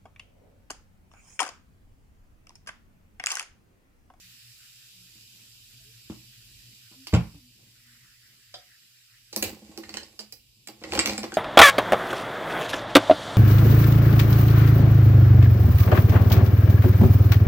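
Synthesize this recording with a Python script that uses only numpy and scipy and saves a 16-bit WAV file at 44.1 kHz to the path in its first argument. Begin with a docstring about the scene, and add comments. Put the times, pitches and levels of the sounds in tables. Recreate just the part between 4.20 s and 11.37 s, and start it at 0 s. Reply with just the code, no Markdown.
"""Fizzy drink with ice on a table

A drink fizzes in a glass on a wooden table in a small room, beside a phone with two microphones.
The fizz is noise broken into patches and bursting bubbles. Soft blows thump table and floor, a glass is
tapped, then ice cubes clack and rattle: short bursts of noise ring the modes of glass, ice and wood.
Under it all are a low rumble and a wavering mains hum, both filtered noise, and a few faint gliding tones."""
import sys
import numpy as np
from scipy import signal
from scipy.fft import rfft, irfft, next_fast_len
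from scipy.io import wavfile
from scipy.ndimage import uniform_filter1d, map_coordinates

SR = 44100
rng = np.random.default_rng(int(sys.argv[2]) if len(sys.argv) > 2 else 0)


def bounce(signal):
    """Save signal as a 16-bit WAV file at the path given by the first command-line argument."""
    frames = np.transpose(np.atleast_2d(signal))
    limited = np.clip(frames, -1, 1)
    pcm = np.round(limited * 32767).astype(np.int16)
    wavfile.write(sys.argv[1], SR, pcm)


N = 316197  # length in samples


def amp(db):
    """Turns a level in dB into a gain."""
    return 10 ** (np.asarray(db) / 20)


def unit(x):
    """Scales a sound to an rms of 1."""
    return x / np.sqrt(np.mean(x ** 2) + 1e-20)


def peak(x):
    """Scales a sound to a peak of 1."""
    return x / np.abs(x).max()


def along(points, hz):
    """Reads a curve of (Hz, value) points on a logarithmic frequency axis."""
    f, value = np.transpose(points)
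    return np.interp(np.log(hz + 1), np.log(f + 1), value)


def level_curve(rows):
    """Gives one gain per sample from (seconds, dB) rows; practically silent outside them."""
    seconds, db = np.transpose(rows)
    return amp(np.interp(np.arange(N) / SR, seconds, db, -150, -150))


def wobble(rate):
    """Draws a smooth random curve through this many random points a second."""
    points = rng.standard_normal(int(N * rate / SR) + 4)
    return map_coordinates(points, [np.arange(N) * rate / SR])


def filtered(x, response):
    """Filters a sound with a response given as a function of frequency."""
    n = x.shape[-1]
    m = next_fast_len(n + SR // 4)
    return irfft(rfft(x, m) * response(np.fft.rfftfreq(m, 1 / SR)), m)[..., :n]


def body(modes):
    """Adds up the resonances of an object, (Hz, width in Hz, dB) each, with alternating signs."""
    def response(f):
        total = 0
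        for k, (centre, width, db) in enumerate(modes):
            mode = 1j * f * width / (centre * centre - f * f + 1j * f * width)
            total = total + (-1) ** k * amp(db) * mode
        return total
    return response


def grit(size, per_s):
    """Makes noise that jumps up in short bursts, like tiny separate impacts."""
    hits = 1. * (rng.random(size) < per_s / SR)
    bursts = uniform_filter1d(hits, size=20) * 20  # each hit lasts 20 samples
    return rng.standard_normal(size) * (0.82 + 4 * bursts)


# How alike left and right are. Each row: frequency in Hz, likeness from -1 (opposite) to 1 (same).
LIKENESS = [(60, 0.96), (130, 0.78), (290, 0.95), (640, -0.016), (1410, 0.41), (3100, -0.044),
            (6820, -0.15), (15000, 0.36)]


def rush(spectrum, patchy_db, grain_db=0):
    """Makes patchy stereo noise of rms 1; grain lets single samples stand out as bursting bubbles."""
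    white = rng.standard_normal((2, N)) * amp(grain_db * rng.exponential(size=N))
    z = signal.stft(white, nperseg=512)[2]
    field = uniform_filter1d(rng.standard_normal(z.shape[1:]), 6, 0)
    field = uniform_filter1d(field, 10, 1)
    pair = signal.istft(z * amp(patchy_db * unit(field)), nperseg=512)[1][:, :N]

    def colour_and_width(hz):
        turn = np.arccos(np.clip(along(LIKENESS, hz), -1, 1)) / 2
        return amp(along(spectrum, hz)) * [np.cos(turn), np.sin(turn)]

    mid, side = filtered(pair, colour_and_width)
    return unit(np.array([mid + side, mid - side]))


# How long the room rings. Each row: frequency in Hz, time to fade by 60 dB in seconds.
ROOM_FADE = [(100, 0.28), (500, 0.25), (2000, 0.3), (8000, 0.16), (15000, 0.28)]
# Echo from the nearest wall: delay in seconds, level in dB against the direct sound.
WALL_ECHO = (0.013, -13)


def add(out, start_s, sound, room_db):
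    """Adds a sound at both microphones: direct, off the wall, and with a fresh random fading room tail."""
    left_lag_s = 1.13e-4  # the left microphone is a little farther away
    hz, t, z = signal.stft(rng.standard_normal((3, SR // 2)), SR, nperseg=256)
    shared = np.clip(along(LIKENESS, hz), 0, 1)[:, None]  # this share reaches both microphones alike
    z = np.sqrt(shared) * z[2] + np.sqrt(1 - shared) * z[:2]
    fade = amp(-60 * t / along(ROOM_FADE, hz)[:, None])
    tail = signal.istft(z * fade, SR, nperseg=256)[1]
    tail = amp(room_db) * tail / np.linalg.norm(tail[0])
    tail = np.pad(tail, ((0, 0), (round(.005 * SR), 0)))  # the tail starts 5 ms late
    tail[[0, 1], [round(left_lag_s * SR), 0]] = 1  # direct sound
    tail[:, round(WALL_ECHO[0] * SR)] += amp(WALL_ECHO[1])
    both = signal.fftconvolve(sound[None], tail, axes=1)
    spot = out[:, round(start_s * SR):][:, :both.shape[1]]
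    spot += both[:, :spot.shape[1]]


# Rumble of the building, before its swells. Each row: time in seconds, level in dB.
RUMBLE_LEVEL = [(0, -71), (.7, -73.5), (.9, -70), (3.4, -70), (4.8, -78), (6.3, -73), (7.17, -64.5)]
# Colour of the deep rumble. Each row: frequency in Hz, relative strength in dB per Hz.
DEEP_COLOUR = [(13, -50), (22, -22.5), (43, -1.5), (86, -9), (110, -0.5), (140, -30), (240, -120)]
# Colour of the upper rumble. Each row: frequency in Hz, relative strength in dB per Hz.
UPPER_COLOUR = [(82, -21), (140, 2), (146, -6.5), (189, 1), (368, -9.5), (515, -16.5), (835, -23),
                (1100, -21.5), (1430, -60), (2420, -120)]
# Faint low tones, before the left-right balance.
# Each row: start in seconds, length in seconds, start pitch in Hz, end pitch in Hz, peak level in dB.
FAINT_TONES = [(0, 0.12, 187, 175, -63.5), (0.717, 0.19, 183, 174, -62.5), (1.594, 0.045, 660, 660, -73),
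               (1.636, 0.1, 388, 474, -68), (2.75, 0.12, 259, 270, -52.5), (3.128, 0.08, 284.5, 286, -53),
               (3.183, 0.14, 250, 242, -58.5), (3.59, 0.24, 244, 230.6, -68)]


def background():
    """Mixes deep and upper rumble, a hum of narrow-band noise that wavers, and gliding sine tones."""
    upper_db, hum_db, hum_wavers_db = -3.5, 5, 2  # the first two are against the rumble level
    level = level_curve(RUMBLE_LEVEL)
    t = np.arange(N) / SR
    hum = unit(filtered(rng.standard_normal(N), lambda f: body([(119.3, 14, 0)])(f) ** 2))
    line = level * amp(hum_db + hum_wavers_db * wobble(2.44)) * hum
    for start_s, length_s, hz0, hz1, db in FAINT_TONES:
        u = np.clip((t - start_s) / length_s, 0, 1)  # 0 to 1 through the tone
        phase = 2 * np.pi * np.cumsum(hz0 + (hz1 - hz0) * u) / SR
        line += amp(db) * np.sin(np.pi * u) * np.sin(phase)
    deep = amp(4 * wobble(6)) * rush(DEEP_COLOUR, patchy_db=0)
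    upper = amp(upper_db) * amp(3 * wobble(9)) * rush(UPPER_COLOUR, patchy_db=3.0)
    return level * (deep + upper) + line * amp([[1.5], [-1.5]])  # hum and tones lean left


# Level of the fine fizz, before its wobble. Each row: time in seconds, level in dB.
FINE_LEVEL = [(0, -53.5), (2.9, -54.5), (3.2, -59), (5.9, -60), (6.35, -63), (7.17, -56.5)]
# Level of the fizz's lower edge, before its wobble. Each row: time in seconds, level in dB.
SPRAY_LEVEL = [(0, -62.5), (1.2, -68.5), (2.6, -69), (3.3, -76), (3.7, -64.5), (5.2, -66), (6.1, -93.5),
               (7.17, -81)]
# Colour of the fine fizz. Each row: frequency in Hz, relative strength in dB per Hz.
FINE_COLOUR = [(1060, -26.5), (1800, -19.5), (2190, -12.5), (2350, -3), (2890, 0.5), (3450, -3.5),
               (3780, 0), (4130, -2.5), (4810, 1.5), (6570, -8), (7510, -1), (8580, -11), (11000, -8),
               (15200, -10), (15600, -35)]
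# Colour of the lower edge. Each row: frequency in Hz, relative strength in dB per Hz.
LOWER_COLOUR = [(700, -46), (1400, -14), (1900, -7), (3000, -22.5)]


def fizz():
    """Countless tiny bubbles burst at the surface: grainy bright noise over a patchy lower edge."""
    fine = rush(FINE_COLOUR, patchy_db=1.26, grain_db=1.5)
    fine = level_curve(FINE_LEVEL) * amp(0.1 * wobble(10.0)) * fine
    spray = rush(LOWER_COLOUR, patchy_db=3.5)
    return fine + level_curve(SPRAY_LEVEL) * amp(1.7 * wobble(12)) * spray


# The glass is touched. Each row: start in seconds, peak level in dB before the room.
GLASS_TAPS = [(4.339, -30)]
# Resonances of the glass. Each row: frequency in Hz, width in Hz, level in dB.
GLASS_MODES = [(576, 90, -4.5), (750, 58, -6.5), (1190, 760, -21), (3550, 240, -5), (4030, 470, -14),
               (4940, 290, -6.5), (8300, 1200, -26.5)]


def tap():
    """A short burst of noise rings the glass briefly and roughly, damped by the hand."""
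    out, t = np.zeros((2, N)), np.arange(SR // 4) / SR
    for start_s, db in GLASS_TAPS:
        scrape = amp(-60 * t / 0.028) * (1 - np.exp(-t / 0.013)) * rng.standard_normal(len(t))
        add(out, start_s, amp(db) * peak(filtered(scrape, body(GLASS_MODES))), room_db=-1.5)
    return out


# Soft heavy blows. Each row: start in seconds, peak level of the wood in dB before the room,
# level of the slap in dB against that peak before its fade, gain of the floor in dB beside the table.
BLOWS = [(0.952, -57, -13, -14), (1.897, -27.5, -19, -10), (2.711, -51.5, -4.5, -15),
         (2.932, -7.5, -14, 10), (2.941, -11.5, -14.5, 10), (2.952, -17.5, -22, 12.5),
         (3.142, -41.5, -19.5, 21), (5.326, -38, -14, -16), (5.423, -44, -19, -24),
         (5.491, -40.5, -34, -15), (6.615, -41.5, -1.5, -23)]
# Resonances of the floor. Each row: frequency in Hz, width in Hz, level in dB.
FLOOR_MODES = [(52.4, 11, -3), (85, 63, -1), (121, 9.1, 5.5), (166.5, 30, 5), (183, 46, 2.5),
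               (473, 160, -6)]
# Resonances of the table top. Each row: frequency in Hz, width in Hz, level in dB.
TABLE_MODES = [(211, 11, 4), (324.4, 30.6, 1.5), (512, 87, -5), (808, 81, -8), (1100, 43, -13.5)]
# Colour of the slap. Each row: frequency in Hz, relative strength in dB per Hz.
SLAP_COLOUR = [(240, -47), (400, -5.5), (452, -1), (612, -5.5), (1090, -7.5), (1720, -18.5), (2290, -13.5),
               (7470, -30.5), (15000, -54.5)]


def thumps():
    """A soft push rings table and floor, and the surfaces slap together as a fading burst of noise."""
    contact_s = 0.0032
    out, t = np.zeros((2, N)), np.arange(SR // 2) / SR
    push = np.sin(np.pi * np.clip(t / contact_s, 0, 1)) ** 2
    for start_s, db, slap_db, floor_db in BLOWS:
        wood = filtered(push, lambda f: body(TABLE_MODES)(f) + amp(floor_db) * body(FLOOR_MODES)(f))
        slap = unit(filtered(grit(len(t), per_s=170), lambda f: amp(along(SLAP_COLOUR, f))))
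        slap = slap * amp(-60 * t / 0.14) * (1 - np.exp(-t / 0.0032))
        add(out, start_s, amp(db) * (peak(wood) + amp(slap_db) * slap), room_db=-6)
    return out


# How hard the glass is moved, in two spells, before the left-right balance.
# Each row: time in seconds, level of the table sound in dB.
MOVES = [
    [(5.12, -67), (5.26, -37), (5.38, -60.5), (5.6, -56.5), (5.8, -52), (6.1, -81)],
    [(6.46, -86), (6.7, -46), (6.78, -36.5), (6.84, -43), (6.92, -39), (7.17, -60.5)],
]
# Resonances of ice in a glass. Each row: frequency in Hz, width in Hz, level in dB.
ICE_MODES = [(1320, 2200, -6), (2228, 826, 5), (2900, 1340, 2.5), (3614, 1170, 2.5), (4870, 1000, 0.5),
             (6360, 980, -2), (7640, 780, 0.5)]


def rattle():
    """Small pieces of ice tick densely while the moved glass rubs the table and shakes the floor."""
    ticks_db, shake_db = -3, -7.5  # small ice and floor, against the table
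    moved = np.sum([level_curve(spell) for spell in MOVES], axis=0)
    rub = unit(filtered(grit(N, per_s=60), body(TABLE_MODES)))
    shake = unit(filtered(rng.standard_normal(N), lambda f: body([(80, 50, 0)])(f) ** 2))
    tick_gain = amp(3.7 * np.clip(rng.standard_normal(N), -2, 2))
    is_tick = rng.random(N) < 400 / SR  # about 400 ticks a second
    ticks = rng.standard_normal((2, N)) * (0.15 + tick_gain * is_tick)
    ticks = unit(filtered(ticks, body(ICE_MODES)))
    return moved * (rub + amp(shake_db) * shake + amp(ticks_db) * ticks)


# Ice contacts. Each row: start in seconds, peak level of the upper ring in dB before room and balance,
# pitch of the upper ring in Hz, then lower ring, sheen and table knock, each in dB against the upper ring.
ICE_CONTACTS = [(2.8698, -29, 4860, -1.5, -3, -19.5), (2.9265, -45, 2700, 13, -25, -1),
                (2.9388, -25, 7510, 4.5, -12, -12), (5.1279, -26.5, 4573, -10, -9, -9.5),
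                (5.1624, -14, 5860, -16.5, 1.5, -14), (5.225, -15.5, 6620, -8, 3, -8),
                (5.2456, -22.5, 4260, -15, -14, -11), (5.5756, -26.5, 4554, -10, -1, -6.5),
                (5.6345, -34, 4160, 0.5, -27.5, -15), (5.693, -27.5, 4520, -2.5, -16, -15),
                (5.7407, -25.5, 4570, 1.5, -12, -13), (5.7699, -20, 4420, -2.5, -16, -20.5),
                (5.8323, -33.5, 4970, -33, -23, -30), (5.9919, -25, 4870, -10.5, -12, -17.5),
                (6.0069, -34.5, 7270, -16, -10, -12), (6.124, -29, 5050, -32.5, 3, -21.5),
                (6.4725, -27.5, 7500, -22, -4, -18.5), (6.4859, -30, 4730, -4, -25, -8.5),
                (6.6375, -32, 4470, 6.5, -15, -1), (6.7216, -19.5, 4740, -3, -23, -4.5),
                (6.7352, -19.5, 4500, 1, -6, -9), (6.7517, -23.5, 7740, 6, -4, 0),
                (6.7758, -26.5, 5200, 7, -34, 6), (6.791, -7.5, 7650, -2.5, -26, -23),
                (6.8588, -12, 6010, -6, -5, -14), (6.8736, -19.5, 6300, 0.5, -18, -6.5),
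                (6.8947, -20.5, 5980, 0, -18, -8.5), (6.9338, -23.5, 4540, -3, -13, -9),
                (6.9793, -19, 7560, -8, -12, -9), (7.032, -28.5, 5660, 7, -7, 2),
                (7.0405, -31.5, 4640, 6, -19, -6), (7.1204, -41.5, 3270, 15.5, -20, 8.5),
                (7.1407, -22.5, 6600, -22, -14, -17)]


def clacks():
    """Each cube cracks through the modes of ice in a glass, rings at two pitches and knocks the table."""
    low_ring = 0.4225  # pitch of a cube's lower ring over its upper one
    out, t = np.zeros((2, N)), np.arange(SR // 4) / SR

    def under(f):
        """Keeps the part below about 3300 Hz."""
        return 1 / (1 + 1j * f / 3300) ** 2

    def over(f):
        """Keeps the part above about 3300 Hz, softened at the very top."""
        return (f / 3300) ** 2 * under(f) * under(f / 1.5)

    def shine(f):
        """Lets the highest treble through."""
        modes = body([(10800, 1500, 0), (13000, 2500, 0), (15200, 2500, 0)])
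        return modes(f) * body([(13000, 10000, 0)])(f)

    for start_s, db, high_hz, low_db, sheen_db, knock_db in ICE_CONTACTS:
        crack = amp(-60 * t / .005) * rng.standard_normal(len(t))
        crack += amp(-14.0 - 60 * t / 0.036) * grit(len(t), per_s=530)  # the cube chatters after the snap
        low_modes = body([(low_ring * high_hz, 300, 0)])
        high_modes = body([(high_hz, 280, 0)])
        low = filtered(crack, lambda f: under(f) * (low_modes(f) + amp(-2) * body(ICE_MODES)(f)))
        high = filtered(crack, lambda f: over(f) * (high_modes(f) + amp(-8.0) * body(ICE_MODES)(f)))
        sheen = filtered(crack, shine)
        # the table answers more slowly
        thud = amp(-60 * t / 0.036) * (1 - np.exp(-t / 0.0083)) * rng.standard_normal(len(t))
        knock = filtered(thud, body(TABLE_MODES))
        sound = peak(high) + amp(low_db) * peak(low)
        sound += amp(sheen_db) * peak(sheen) + amp(knock_db) * peak(knock)
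        add(out, start_s, amp(db) * sound, room_db=-4)
    return out


# The glass is moved sideways. Each row: time in seconds, left minus right in dB.
GLASS_PLACE = [(2.901, -3), (5.202, -1), (6.2, -4), (6.801, -0.5)]


def scene():
    """Adds everything up at the microphones; clacks and rattle follow the place of the glass."""
    pan_db = np.interp(np.arange(N) / SR, *np.transpose(GLASS_PLACE))
    ice = (clacks() + rattle()) * amp([pan_db / 2, -pan_db / 2])
    return background() + fizz() + tap() + thumps() + ice


# How the phone's body shades its microphones. Each row: frequency in Hz, left minus right in dB.
PHONE_SHADE = [(60, -4), (150, 0.5), (380, -2.5), (950, 3), (2380, 1), (5980, -4.5), (15000, 0)]
# How the phone's treble ends. Each row: frequency in Hz, gain in dB.
TREBLE_END = [(15200, 0.5), (16500, -23)]


def record(dry):
    """The phone shades its two microphones differently and keeps nothing above its band limit."""
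    top_hz = 16500

    def phone(hz):
        shade_db = np.outer([.5, -.5], along(PHONE_SHADE, hz))
        return amp(shade_db + along(TREBLE_END, hz)) * (hz < top_hz)

    return filtered(dry, phone)


dry = scene()
out = record(dry)
bounce(out)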